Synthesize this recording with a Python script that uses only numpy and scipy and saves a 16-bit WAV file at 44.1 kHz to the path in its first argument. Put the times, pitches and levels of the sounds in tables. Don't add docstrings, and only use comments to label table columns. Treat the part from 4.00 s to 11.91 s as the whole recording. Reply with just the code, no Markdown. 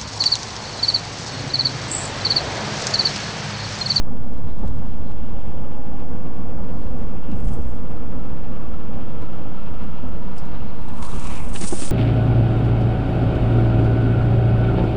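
import sys
import numpy as np
from scipy import signal
from scipy.fft import rfft, irfft, next_fast_len
from scipy.io import wavfile

SR = 44100
rng = np.random.default_rng(int(sys.argv[2]) if len(sys.argv) > 2 else 0)


def dump_mix(stems):
    frames = np.atleast_2d(stems).T
    limited = np.clip(frames, -1, 1)
    pcm = np.round(limited * 32767).astype(np.int16)
    wavfile.write(sys.argv[1], SR, pcm)


N = 348831
TIME = np.arange(N) / SR

# start/s, length/s, shaking against smooth road/dB, trim rattle/dB
ROUGH_ROAD = [(.29, 0.16, 2.5, -83), (0.562, 0.13, -0.5, -68), (2.69, 0.3, 2, -63.5),
              (3.28, 0.34, 4.5, -60)]
ROUGH_RISE_S = 0.055
SWELL_START_S, SWELL_LENGTH_S, SWELL_RISE_S, SWELL_FADE_S = 0.96, 4.48, 1, 0.4
BRAKE_START_S, BRAKE_LENGTH_S, BRAKE_RISE_S = 6.695, 0.64, 0.38


def amp(db):
    return 10 ** (np.asarray(db) / 20)


def unit(x):
    return x / np.sqrt(np.mean(x ** 2) + 1e-20)


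def follow(rows):
    s, *columns = np.transpose(rows)
    return [np.interp(TIME, s, c) for c in columns]


def add(mix, s, sound):
    part = mix[max(round(s * SR), 0):][:len(sound)]
    part += sound[:len(part)]


def envelope(start, length, rise, fade):
    age = TIME - start
    return np.clip(age / rise, 0, 1) * np.exp(-np.maximum(age - length, 0) / fade)


def colour(x, spectrum):
    size = next_fast_len(N)
    hz, db = np.transpose(spectrum)
    gain = amp(np.interp(np.log(np.fft.rfftfreq(size, 1 / SR) + 1), np.log(hz), db))
    return unit(irfft(rfft(x, size) * gain, size)[:N])


def noise(spectrum):
    return colour(rng.standard_normal(N), spectrum)


def drift(rate):
    size = 4096
    white = rfft(rng.standard_normal(size))
    slow = irfft(white / (1 + (np.fft.rfftfreq(size, N / SR / size) / rate) ** 4))
    return unit(np.interp(np.linspace(0, size - 1, N), np.arange(size), slow))


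def whine(hz, width_hz):
    pole = np.exp(-np.pi * width_hz / SR)
    band = rng.standard_normal(N) + 1j * rng.standard_normal(N)
    for _ in range(3):
        band = signal.lfilter([1 - pole], [1, -pole], band)
    return unit((band * np.exp(2j * np.pi * np.cumsum(hz * np.ones(N)) / SR)).real)


def strengths(spread_db, cap):
    return amp(spread_db * np.minimum(rng.exponential(1, N), cap))


def cabin(x, echo_db=-11, t60=0.052, count=24):
    delays = rng.integers(SR // 2000, SR // 60, count)
    taps = np.zeros(delays.max() + 1)
    taps[delays] = rng.choice([-1, 1], count) * amp(-60 * delays / SR / t60)
    taps *= amp(echo_db) / np.linalg.norm(taps)
    taps[0] = 1
    return signal.oaconvolve(x, taps / np.linalg.norm(taps))[:N]


def microphone_hiss(db=-66):
    hiss_spectrum = [(1000, 10.5), (6000, -5.5), (9300, 6), (12000, -4)]
    return amp(db) * noise(hiss_spectrum)


def wind(air_db=-55.5, growth_db_per_s=1.18, gust_db=1.5):
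    air_spectrum = [(400, -5.5), (700, 11), (950, 10), (1330, 10.5), (1500, 6), (1950, 0), (2700, 3.5),
                    (3400, -3), (4300, -8), (5500, -16.5), (9000, -42.5)]
    return amp(air_db + growth_db_per_s * TIME + gust_db * drift(23)) * noise(air_spectrum)


def driveline(base_db=-57, swell_db=-51, waver_db=1.0, corner_hz=600):
    shaft_speed = [(.15, 25.7), (.8, 25.2), (1.4, 26.2), (1.95, 26.95), (2.2, 26.6), (2.75, 25.1),
                   (3.25, 24.85), (4, 25.2), (5.15, 25.85), (5.8, 25.5)]
    orders = [6, 10, 12, 13, 14, 18, 20, 21, 23]
    order_levels = [-4, 3, -3.5, -8, -9, -2.5, -2.5, -10, -3.5]
    speed, = follow(shaft_speed)
    swell = envelope(SWELL_START_S, SWELL_LENGTH_S, SWELL_RISE_S, SWELL_FADE_S)
    angle = 2 * np.pi * np.cumsum(speed) / SR
    hum = np.zeros(N)
    for order, db in zip(orders, order_levels):
        passed = 1 / (1 + (order * speed / corner_hz) ** 20)
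        hum += passed * amp(db + waver_db * drift(1.2)) * np.sin(order * angle + 2 * np.pi * rng.random())
    return np.sqrt(2) * (amp(base_db) + amp(swell_db) * swell) * hum


def hiss_and_whines(flutter_db=2.0, falloff=1.32, doppler=0.015):
    # peak t/s, swell/s, f/Hz, width/Hz, level/dB
    swells = [(.55, .25, 3774, 1520, -67.5), (1.08, .2, 4090, 1300, -69.5), (1.3, .4, 2950, 1450, -61),
              (1.75, .4, 6820, 6010, -72.5), (1.87, .17, 817, 126.5, -47), (2.381, .08, 1102, 49.5, -52),
              (2.78, .08, 4370, 1210, -66.5), (3.3, .04, 2764, 755, -58.5), (4.68, .12, 1132, 90.2, -54.5),
              (5.2, .25, 3137, 900, -61.5), (5.6, .5, 948, 45, -56), (6.05, .2, 2930, 1200, -60.5),
              (6.45, .25, 946, 39.9, -50.5), (6.75, .5, 4125, 1480, -64.5)]
    out = np.zeros(N)
    for s, swell_s, hz, width_hz, db in swells:
        along = (TIME - s) / swell_s
        distance = np.hypot(1, along)
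        level = amp(db + flutter_db * drift(26)) / distance ** falloff
        out += level * whine(hz * (1 - doppler * along / distance), width_hz)
    return out


def truck(width_hz=80, flutter_db=2.5):
    tread_note = [(3.4, 1275, -74), (3.95, 1290, -56.5), (4.4, 1310, -57), (4.8, 1318, -57.5),
                  (5.3, 1326, -54.5), (5.9, 1318, -53), (6.35, 1312, -55.5), (6.8, 1305, -73)]
    hz, db = follow(tread_note)
    heard = (TIME > tread_note[0][0]) & (TIME < BRAKE_START_S + BRAKE_LENGTH_S)
    return heard * amp(db + flutter_db * drift(26)) * whine(hz, width_hz)


def opening_hum(db=-38, hz=250.5, width_hz=22, fade_s=0.7):
    return amp(db) * np.exp(-TIME / fade_s) * whine(hz, width_hz)


def road(rumble_db=-33.5, roar_db=-35.0, grain_db=1.0, rough_roar_db=-14, swell_db=0.96, dive_db=-4):
    rumble_spectrum = [(12, -26), (22, 1), (33, 3.5), (44, -7), (58, 1), (76, -1.5), (94, -10.5), (110, -4),
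                       (145, -18), (250, -36.5), (500, -51), (1000, -81)]
    roar_spectrum = [(60, -9), (130, 0.5), (175, 3.5), (215, 1), (255, 1.5), (285, -7), (330, -6.5),
                     (385, -11), (500, -8), (690, -15), (780, -11), (890, -17.5), (950, -16), (1250, -21.5),
                     (1800, -32.5), (4000, -51.5)]
    rough = sum(amp(db) * envelope(s, length, ROUGH_RISE_S, fade=0.39) for s, length, db, _ in ROUGH_ROAD)
    dive = amp(dive_db) * envelope(BRAKE_START_S, BRAKE_LENGTH_S, BRAKE_RISE_S, fade=1.0)
    swell = envelope(SWELL_START_S, SWELL_LENGTH_S, SWELL_RISE_S, SWELL_FADE_S)
    shake = amp(rumble_db) * np.hypot(1, rough + dive)
    roll = amp(roar_db + swell_db * swell) * np.hypot(1, amp(rough_roar_db) * rough)
    return amp(grain_db * drift(12.8)) * (shake * noise(rumble_spectrum) + roll * noise(roar_spectrum))


def faint_ticks(level_db=-61, braking_db=14, idle_per_s=2, shaken_per_s=18, braking_per_s=35, t60=0.0034):
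    tiny_spectrum = [(1000, -16), (3800, -3), (6500, -1.5), (10000, -4.5)]
    t, settle_s = TIME[:SR // 20], 0.35
    shaken = sum(amp(db / 2) * envelope(s, length, ROUGH_RISE_S, settle_s)
                 for s, length, db, _ in ROUGH_ROAD)
    thrown = envelope(BRAKE_START_S, BRAKE_LENGTH_S, BRAKE_RISE_S, settle_s) ** 2
    rate = idle_per_s + shaken_per_s * shaken + braking_per_s * thrown
    sizes = amp(level_db + braking_db * thrown) * strengths(spread_db=3, cap=2)
    contacts = signal.oaconvolve(sizes * (rng.random(N) < rate / SR), amp(-60 * t / t60))[:N]
    return contacts * noise(tiny_spectrum)


def snaps():
    trim_snaps = [(.336, -35), (.380, -36.5), (.6612, -34), (.7855, -37), (.7915, -35.5), (.870, -39),
                  (.8885, -37), (.972, -37.5), (1.113, -35), (1.119, -39), (2.847, -39), (3.302, -35.5),
                  (3.3605, -36), (3.4265, -36), (4.955, -41), (5.083, -39), (6.907, -36)]
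    snap_spectrum = [(500, -2), (2000, 0.5), (4500, 2), (7000, -1), (10000, -8)]
    pulse = colour(signal.unit_impulse(N, SR // 1000), snap_spectrum)[:SR // 200]
    out = np.zeros(N)
    for s, db in trim_snaps:
        add(out, s - np.argmax(pulse) / SR, amp(db) * pulse / pulse.max())
    return out


def ticks():
    contacts = [(.583, -60, .14, .1), (.636, -55, .05, 1), (.6735, -46, .06, 1), (.679, -51, .04, .2),
                (3.013, -53, 0.0075, .2), (3.316, -42.5, .025, 0.92), (3.331, -49, .04, 1),
                (3.405, -56, .04, .1), (3.442, -55, 0.087, .15), (3.4795, -48, .015, .3),
                (3.483, -46.5, 0.084, 0.74), (3.517, -54, .04, .2), (3.584, -57, 0.091, 0.81),
                (3.62, -57, .07, .1), (3.711, -56.5, .07, .2), (5.218, -50, .06, 0.91),
                (5.223, -53, .04, .1), (5.832, -58, .06, 0), (6.083, -58, .05, 0),
                (6.365, -54, 0.063, 0.029), (6.38, -46, 0.068, 0), (6.452, -55.5, .089, .08),
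                (6.886, -45, 0.025, 0.56), (7.025, -33.5, .04, 0.65), (7.063, -43, .03, .037),
                (7.196, -38, .035, .27), (7.24, -41.5, 0.072, 0), (7.271, -30, 0.0087, 0.5),
                (7.3, -34, .007, 0.85), (7.354, -41, .1, 0.68), (7.551, -35, 0.081, 1),
                (7.56, -30.5, 0.044, 0.92), (7.613, -28, .03, 0.011), (7.622, -33, 0.048, 1),
                (7.639, -30, 0.045, 0.7), (7.647, -27, .015, 0.22), (7.82, -34, .083, 1),
                (7.832, -35, .06, 0.96), (7.878, -31, 0.009, 0.72)]
    light_spectrum = [(1000, -27.5), (3500, -7), (5100, -4), (6200, -2), (7000, -1.5), (9500, -2.5),
                      (12000, -12)]
    heavy_spectrum = [(600, -3.5), (1650, 2), (2000, -1.5), (3000, -2.5), (3700, -1), (4600, -10),
                      (6000, -17.5), (10000, -15)]
    out, t = np.zeros(N), TIME[:SR // 4]
    light, heavy = noise(light_spectrum), noise(heavy_spectrum)
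    for s, db, t60, weight in contacts:
        span = rng.integers(N - len(t)) + np.arange(len(t))
        burst = np.sqrt(1 - weight) * light[span] + np.sqrt(weight) * heavy[span]
        add(out, s, amp(db - 60 * t / t60) * burst)
    return out


def clacks(width_hz=900, rise_s=0.0015):
    parts = [(3.472, -55, 7195, .1), (6.378, -44, 5090, 0.074), (7.046, -42, 4420, 0.056),
             (7.115, -42, 3630, .05), (7.243, -46, 4630, .06), (7.557, -34, 3000, 0.073)]
    out, t = np.zeros(N), TIME[:SR // 4]
    for s, db, hz, t60 in parts:
        add(out, s, amp(db - 60 * t / t60) * (1 - np.exp(-t / rise_s)) * whine(hz, width_hz)[-len(t):])
    return out


def thumps():
    joints = [(.624, 0.035, -23, 292, 130), (3.282, 0.031, -23.5, 272, 70), (3.285, .03, -28.5, 331, 271),
              (3.314, 0.0433, -23, 260, 124)]
    out = np.zeros(N)
    for s, length, db, first_hz, last_hz in joints:
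        along = np.linspace(0, 1, round(length * SR))
        turns = np.cumsum(first_hz + (last_hz - first_hz) * along) / SR + rng.random()
        add(out, s, amp(db) * np.sin(np.pi * along) * np.sin(2 * np.pi * turns))
    return out


def blows(rise_s=0.008, thud_db=-5):
    # t/s, level/dB, f/Hz, ring/s, hardness/dB
    hits = [(0.323, -21, 92.6, 0.074, -2), (.435, -21.5, 79.3, 0.096, 3), (.630, -19.5, 379, 0.048, 2),
            (.642, -21, 521, 0.046, -1.5), (.786, -23, 106, 0.051, 5), (3.348, -7.5, 68, 0.054, -4),
            (3.408, -20.5, 108, 0.088, -1), (3.434, -18, 198, 0.046, 0), (3.46, -12, 40, 0.22, -8.5),
            (3.517, -15.5, 80, 0.083, -10), (3.578, -29, 338, 0.1, 3), (5.221, -24, 284, 0.069, 0),
            (5.222, -33, 995, 0.069, -1), (7.024, -22, 947, 0.039, -4), (7.125, -26.5, 168.4, 0.28, 2),
            (7.548, -19.5, 375, 0.045, -9), (7.608, -24, 339, 0.12, -1), (7.632, -14, 190, 0.06, -1.5),
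            (7.638, -32, 843, 0.06, -1), (7.724, -2.5, 349, 0.031, -4.5), (7.726, -17.5, 638, 0.038, -2),
            (7.734, -14, 208, 0.052, -6), (7.790, -27, 290, 0.045, 12), (7.818, -13, 258, 0.038, -1),
            (7.831, -20.5, 313, 0.049, -4), (7.878, -20, 584, 0.032, -5)]
    panel_modes = [(1, 2.5), (1.35, -8), (2.3, -10), (3.4, -25)]
    out, t = np.zeros(N), TIME[:SR // 2]
    for s, db, hz, t60, hard_db in hits:
        lowest, *upper = [amp(mode_db) * np.sin(2 * np.pi * (hz * ratio * t + rng.random()))
                          for ratio, mode_db in panel_modes]
        band = signal.butter(3, [0.67 * hz, 2.03 * hz], "bandpass", fs=SR, output="sos")
        thud = unit(signal.sosfilt(band, rng.standard_normal(len(t))))
        ring = lowest + amp(hard_db) * (sum(upper) + amp(thud_db) * thud)
        add(out, s, amp(db - 60 * t / t60) * (1 - np.exp(-t / rise_s)) * ring)
    return out


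def loose_things(slips_per_s=3000, crackles_per_s=160, crackle_db=-6, clump_db=1.5, chatter_db=3):
    slides = [(6.72, 0.29, 0.31, -53, .3), (7.005, 0.06, 0.026, -40.5, 0.67), (7.075, .3, 0.012, -41.5, 1),
              (7.365, .18, .01, -46.5, 0.32), (7.53, 0.093, 0.0097, -38, .19), (7.6, .048, 0.011, -30, 0.5),
              (7.648, 0.042, .01, -28, 0.061), (7.702, 0.1, 0.011, -32.5, 0.26),
              (7.792, 0.058, 0.016, -27.5, 0.36), (7.853, 0.039, .01, -31.5, .2)]
    light_spectrum = [(300, -25.5), (2000, -23.5), (5000, -7.5), (7000, -4.5), (8900, 2), (11000, -3.5)]
    firm_spectrum = [(200, -8), (400, 1), (700, 1.5), (1250, 1), (1650, -0.5), (2000, -3), (3200, 0),
                     (4800, -5), (10000, 0)]
    chatter, rattle_pressure = amp(chatter_db * drift(18)), 0.35
    moves = [(amp(db) * envelope(s, length, rise, fade=0.02), pressure)
             for s, length, rise, db, pressure in slides]
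    moves += [(amp(db) * chatter * envelope(s, length, rise=0.11, fade=0.2), rattle_pressure)
              for s, length, _, db in ROUGH_ROAD]
    light = np.sqrt(sum(level ** 2 * (1 - pressure) for level, pressure in moves))
    firm = np.sqrt(sum(level ** 2 * pressure for level, pressure in moves))
    slip_sizes = strengths(spread_db=1, cap=5) * rng.choice([-1, 1], N)
    crackle_sizes = strengths(spread_db=4, cap=2) * rng.choice([-1, 1], N)
    slips = unit(slip_sizes * (rng.random(N) < slips_per_s / SR))
    even_rub = 0.5 * rng.standard_normal(N)
    crackle = unit(crackle_sizes * (rng.random(N) < crackles_per_s / SR))
    friction = slips + even_rub + amp(crackle_db) * crackle
    rustle = light * colour(friction, light_spectrum)
    scrape = firm * colour(friction[::-1], firm_spectrum)
    return amp(clump_db * drift(33)) * (rustle + scrape)


def shudder(db=-34, hz=30, width_hz=14):
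    return amp(db) * envelope(start=7.06, length=0.51, rise=0.043, fade=0.08) * whine(hz, width_hz)


def brakes(scrub_db=-41.5, skid_db=-46.0, grip_db=-49, judder_db=2, tread_hz=922, front_share=0.85):
    bite_s, bite_width_s, lift_hz = 7.17, 0.16, 270
    skid_s, skid_hz, sag_hz_per_s = 7.08, 2630, 770
    force = amp(scrub_db) * envelope(BRAKE_START_S, BRAKE_LENGTH_S, BRAKE_RISE_S, fade=0.19)
    skid = amp(skid_db) * envelope(skid_s, length=0.3, rise=0.23, fade=0.11)
    front_hz = tread_hz + lift_hz * np.exp(-((TIME - bite_s) / bite_width_s) ** 2)
    hiss_hz = skid_hz - sag_hz_per_s * np.maximum(TIME - skid_s, 0)
    slip = np.maximum.accumulate(force ** 2 / (force ** 2 + amp(grip_db) ** 2))
    front = np.sqrt(front_share) * whine(front_hz, width_hz=480)
    rear = np.sqrt(1 - front_share) * whine(tread_hz, width_hz=480)
    tread = np.sqrt(1 - slip) * whine(tread_hz, width_hz=120) + np.sqrt(slip) * (front + rear)
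    return amp(judder_db * drift(33)) * (force * tread + skid * whine(hiss_hz, width_hz=1100))


def scene():
    cruising = road() + wind() + microphone_hiss() + driveline()
    cruising += hiss_and_whines() + truck() + opening_hum()
    jolts = thumps() + blows() + snaps() + ticks() + clacks() + cabin(loose_things()) + faint_ticks()
    return (cruising + brakes() + shudder() + jolts)[None]


def record(dry, edge_hz=9800, offset=0.333):
    lowpass = signal.firwin(1023, edge_hz, window=("kaiser", 9), fs=SR)
    return signal.oaconvolve(dry, lowpass[None], "same") + offset


dry = scene()
out = record(dry)
dump_mix(out)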